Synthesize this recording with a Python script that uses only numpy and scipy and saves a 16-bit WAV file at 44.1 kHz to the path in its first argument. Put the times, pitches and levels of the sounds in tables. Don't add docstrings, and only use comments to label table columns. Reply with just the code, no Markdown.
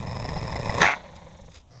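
import sys
import numpy as np
from scipy import signal
from scipy.io import wavfile
from scipy.ndimage import uniform_filter1d

SR = 44100
rng = np.random.default_rng(int(sys.argv[2]) if len(sys.argv) > 2 else 0)


def digitize_waveform(pressure):
    field = np.atleast_2d(pressure).T
    bounded = np.clip(field, -1, 1)
    quanta = np.round(bounded * 32767).astype(np.int16)
    wavfile.write(sys.argv[1], SR, quanta)


N = 79380
TIME = np.arange(N) / SR
GROWL_HZ = 113.58


def from_db(db):
    return 10 ** (np.asarray(db) / 20)


def rms_one(x):
    return x / np.sqrt(np.mean(x ** 2) + 1e-20)


def evened(x):
    return x / np.sqrt(uniform_filter1d(x ** 2, size=600) + 1e-9)


def in_time(rows):
    seconds, *columns = np.transpose(rows)
    return [np.interp(TIME, seconds, column) for column in columns]


def during(rows, fade_s=0.035):
    inside_s = np.minimum(TIME - rows[0][0], rows[-1][0] - TIME)
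    return np.clip(1 + inside_s / fade_s, 0, 1)


def swell(at_s, spread_s):
    return np.exp(-.5 * ((TIME - at_s) / spread_s) ** 2)


def drift(rate_hz):
    knots = rng.standard_normal(4096)
    return np.interp(TIME * rate_hz, np.arange(len(knots)), knots)


def resonance(x, hz, width_hz, db):
    carrier = np.exp(2j * np.pi * np.cumsum(hz * np.ones(N)) / SR)
    lowpass = signal.butter(2, np.clip(width_hz / 2, 5, SR / 4), fs=SR, output="sos")
    band = signal.sosfilt(lowpass, x / carrier + 1e-18) * carrier
    return from_db(db) * rms_one(band.real)


def tract(x, resonances):
    return sum(resonance(x, *row) for row in resonances)


def folds(pitch_hz, jitter, shimmer_db, rasp, open_share, soft_hz, pulse_at_s=0):
    cycles = np.cumsum(pitch_hz * np.exp(jitter * drift(150))) / SR
    cycles -= np.interp(pulse_at_s, TIME, cycles)
    slaps = np.diff(np.floor(cycles), prepend=np.floor(cycles[0]))
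    soften = signal.butter(1, soft_hz, fs=SR)
    slaps = signal.lfilter(*soften, rms_one(slaps - slaps.mean()))
    puffs = rng.standard_normal(N) * np.exp(-(cycles % 1) / open_share)
    strength = from_db(shimmer_db * drift(200))
    strength /= np.sqrt(uniform_filter1d(strength ** 2, size=1500))
    return (slaps + rasp * rms_one(puffs)) * strength


def throb(rate_hz, crest_at_s, depth_db, unevenness=.05):
    cycles = rate_hz * (TIME - crest_at_s) + unevenness * drift(40)
    return from_db(depth_db * np.cos(2 * np.pi * cycles))


def background():
    # centre in Hz, width in Hz, gain in dB.
    air_bands = [(150, 290, -63.5), (550, 920, -65), (1800, 3800, -70), (5360, 2500, -75)]
    rumble_bands = [(28.2, 90, -5.5), (62, 44, -7.5)]
    # time in seconds, gain of the rumble in dB.
    rumble_curve = [(0, -39), (0.45, -35), (0.82, -36), (0.92, -49), (1.3, -48.5), (1.42, -47.5),
                    (1.55, -48), (1.66, -50.5), (1.8, -55)]
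    rumble_db, = in_time(rumble_curve)
    air = tract(rng.standard_normal(N), air_bands)
    return air + from_db(rumble_db) * tract(rng.standard_normal(N), rumble_bands)


def paws():
    # time in seconds, gain in dB.
    thuds = [(1.164, -48.5), (1.421, -41.5), (1.59, -47.5)]
    # centre in Hz, width in Hz, gain in dB.
    thud_bands = [(55, 24, 5.5), (116, 39, -8.5)]
    weight = sum(from_db(db) * swell(at_s, spread_s=0.0059) for at_s, db in thuds)
    return weight * tract(rng.standard_normal(N), thud_bands)


def snuffles():
    # time in seconds, spread in seconds, gain in dB.
    breaths = [(1.163, 0.0077, -56), (1.556, 0.032, -55.5)]
    # resonance in Hz, width in Hz, gain in dB.
    snout = [(543, 270, -4.5), (1160, 610, -5), (2210, 830, -4.5), (3660, 560, -3.5), (5060, 500, -5.5),
             (6440, 1500, -4.5)]
    flow = sum(from_db(db) * swell(at_s, spread_s) for at_s, spread_s, db in breaths)
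    fluttering_air = rng.standard_normal(N) * from_db(4.4 * drift(200))
    return flow * tract(fluttering_air, snout)


def next_growl():
    # time in seconds, gain in dB.
    onset = [(1.69, -75.5), (1.718, -61), (1.8, -60)]
    # resonance in Hz, width in Hz, gain in dB.
    mouth_bands = [(113, 66, 7.5), (614, 290, 2.5), (1050, 370, -3.5), (1860, 450, -6.5), (5170, 1460, -1),
                   (6450, 1500, -20.5)]
    gain_db, = in_time(onset)
    source = folds(GROWL_HZ, jitter=.2, shimmer_db=2, rasp=1.4, open_share=1.2, soft_hz=1000)
    return during(onset) * from_db(gain_db) * tract(source, mouth_bands)


def croaks():
    # time in seconds, gain in dB.
    flaps = [(1.141, -45), (1.359, -47), (1.398, -51.5), (1.443, -68), (1.483, -49)]
    # resonance in Hz, width in Hz, gain in dB.
    mouth_bands = [(553, 150, -1.5), (900, 120, -9), (2130, 680, -27)]
    source = folds(pitch_hz=172.3, jitter=.1, shimmer_db=-2.5, rasp=.6, open_share=.9, soft_hz=1500)
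    flow = sum(from_db(db) * swell(at_s, spread_s=0.0045) for at_s, db in flaps)
    return flow * tract(source, mouth_bands)


def grumble():
    # time in seconds, mouth and chest gains in dB, first resonance in Hz, upper level in dB.
    contour = [(0.97, -38, -45.5, 644, -62), (1.025, -46, -56.5, 630, -60), (1.062, -44.5, -49.5, 570, -50),
               (1.11, -49, -50, 540, -63), (1.15, -48, -52, 580, -59), (1.28, -50.5, -50.5, 538, -62),
               (1.36, -50.5, -51.5, 603, -63.5), (1.44, -57.5, -53, 513, -67.5),
               (1.49, -56, -48, 580, -67.5)]
    # resonance in Hz, width in Hz, gain in dB.
    mouth_bands = [(913, 280, -4.5), (1356, 370, -13), (3720, 960, -15.5)]
    wheeze_bands = [(3670, 700, -70), (6230, 1750, -67)]
    mouth_db, chest_db, first_hz, upper_db = in_time(contour)
    source = folds(pitch_hz=172.3, jitter=.12, shimmer_db=1.5, rasp=0.83, open_share=1.1, soft_hz=1100)
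    depth_db = np.interp(TIME, [1.3, 1.45], [2.9, 6.3])
    flaps = throb(rate_hz=23.13, crest_at_s=1.093, depth_db=depth_db)
    flapped = source * flaps * from_db(-depth_db / 2)
    mouth = tract(flapped, mouth_bands) + resonance(flapped, first_hz, width_hz=65, db=-4.5)
    upper = resonance(flapped, hz=2000, width_hz=480, db=upper_db)
    wheeze = tract(rng.standard_normal(N) / flaps, wheeze_bands)
    chest = resonance(source, hz=137, width_hz=122, db=chest_db)
    return during(contour) * (from_db(mouth_db) * mouth + upper + wheeze + chest)


def gurgles():
    # time in seconds, gain in dB.
    bursts = [(0.075, -41), (0.165, -39), (0.253, -30), (0.291, -27), (0.366, -30), (0.373, -31.5),
              (0.429, -33.5), (0.528, -29), (0.562, -29), (0.66, -27.5), (0.697, -25.5)]
    # resonance in Hz, width in Hz, gain in dB.
    mouth_bands = [(130, 120, 0.5), (786, 237, -1), (1954, 240, -5.5), (3690, 1200, -19), (5450, 380, -20)]
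    flow = sum(from_db(db) * swell(at_s, spread_s=0.002) for at_s, db in bursts)
    return flow * tract(rng.standard_normal(N), mouth_bands)


def growl():
    # time in seconds, then the gains of mouth, chest and nose in dB.
    contour = [(0, -40.5, -28, -57), (0.05, -42, -37.5, -61), (0.075, -40.5, -34, -49.5),
               (0.3, -38, -34, -48), (0.5, -37.5, -33.5, -47), (0.63, -36, -32.5, -50.5),
               (0.695, -33, -36.5, -43), (0.73, -33, -36, -48), (0.775, -29, -32.5, -45.5),
               (0.8, -28.5, -31.5, -51)]
    # resonance in Hz, width in Hz, gain in dB.
    mouth_bands = [(356, 250, -13), (540, 239, -1), (937, 243, -2.5), (1926, 260, -10.5), (2373, 305, -13),
                   (3765, 530, -16), (6660, 1660, -18)]
    flap_hz, crest_at_s = 22.36, 0.072
    mouth_db, chest_db, nose_db = in_time(contour)
    source = folds(GROWL_HZ, jitter=.2, shimmer_db=3.0, rasp=0.99, open_share=0.75, soft_hz=920)
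    to_mouth = source * throb(flap_hz, crest_at_s, depth_db=1.0)
    to_nose = source * throb(flap_hz, crest_at_s, depth_db=4.5, unevenness=0.027)
    to_chest = source * throb(flap_hz, crest_at_s, depth_db=-1.5)
    mouth = from_db(mouth_db) * tract(to_mouth, mouth_bands)
    nose = resonance(to_nose, hz=5206, width_hz=330, db=nose_db)
    chest = resonance(to_chest, hz=134, width_hz=90, db=chest_db)
    return during(contour) * (mouth + nose + chest)


def bark():
    # time in seconds, then the gains of mouth, treble and bass in dB.
    contour = [(0.785, -60.5, -59.5, -45.5), (0.803, -27, -39.5, -20), (0.811, -25, -35.5, -24),
               (0.818, -14.5, -24, -24.5), (0.84, -16.5, -34.5, -32.5), (0.866, -18.5, -35, -31.5),
               (0.9, -22, -43, -78.5), (0.925, -27.5, -43, -50.5), (0.939, -25.5, -54.5, -67.5),
               (0.958, -46.5, -51.5, -49), (1.02, -57.5, -85, -55)]
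    # time in seconds, pulse rate in Hz, upper mouth resonance in Hz.
    glide = [(0.81, 83.9, 1710), (0.845, 86.65, 1727), (0.872, 92.1, 2200), (0.9, 139.3, 2150),
             (0.945, 148, 2000)]
    # resonance in Hz, width in Hz, gain in dB.
    mouth_bands = [(842, 302, -4.5), (1152, 137, -7), (1398, 350, -3), (2510, 140, -12.5)]
    treble_bands = [(3650, 650, 1), (4814, 760, -4.5), (5980, 1100, -3)]
    bass_bands = [(180, 61, -5), (471, 110, -4.5)]
    mouth_db, treble_db, bass_db = in_time(contour)
    pitch_hz, upper_hz = in_time(glide)
    slaps = folds(pitch_hz, jitter=.012, shimmer_db=1.2, rasp=0.4, open_share=1.2, soft_hz=5180,
                  pulse_at_s=0.8185)
    flutter = folds(pitch_hz=241.2, jitter=.3, shimmer_db=4, rasp=.6, open_share=0.37, soft_hz=5000)
    source = slaps + from_db(-2.5) * flutter
    upper = resonance(source, upper_hz, width_hz=383, db=0)
    mouth = from_db(mouth_db) * evened(tract(source, mouth_bands) + upper)
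    hiss = from_db(treble_db) * tract(source + 1.9 * rng.standard_normal(N), treble_bands)
    bass = from_db(bass_db) * tract(source, bass_bands)
    return during(contour) * (mouth + hiss + bass)


def scene():
    dogs = growl() + gurgles() + paws() + bark() + grumble() + croaks() + next_growl() + snuffles()
    return (dogs + background())[None]


def record(dry):
    rolloff_hz, cutoff_hz = 7670, 8600
    dull = signal.sosfilt(signal.butter(8, rolloff_hz, fs=SR, output="sos"), dry)
    return signal.sosfilt(signal.ellip(10, .3, 80, cutoff_hz, fs=SR, output="sos"), dull)


dry = scene()
out = record(dry)
digitize_waveform(out)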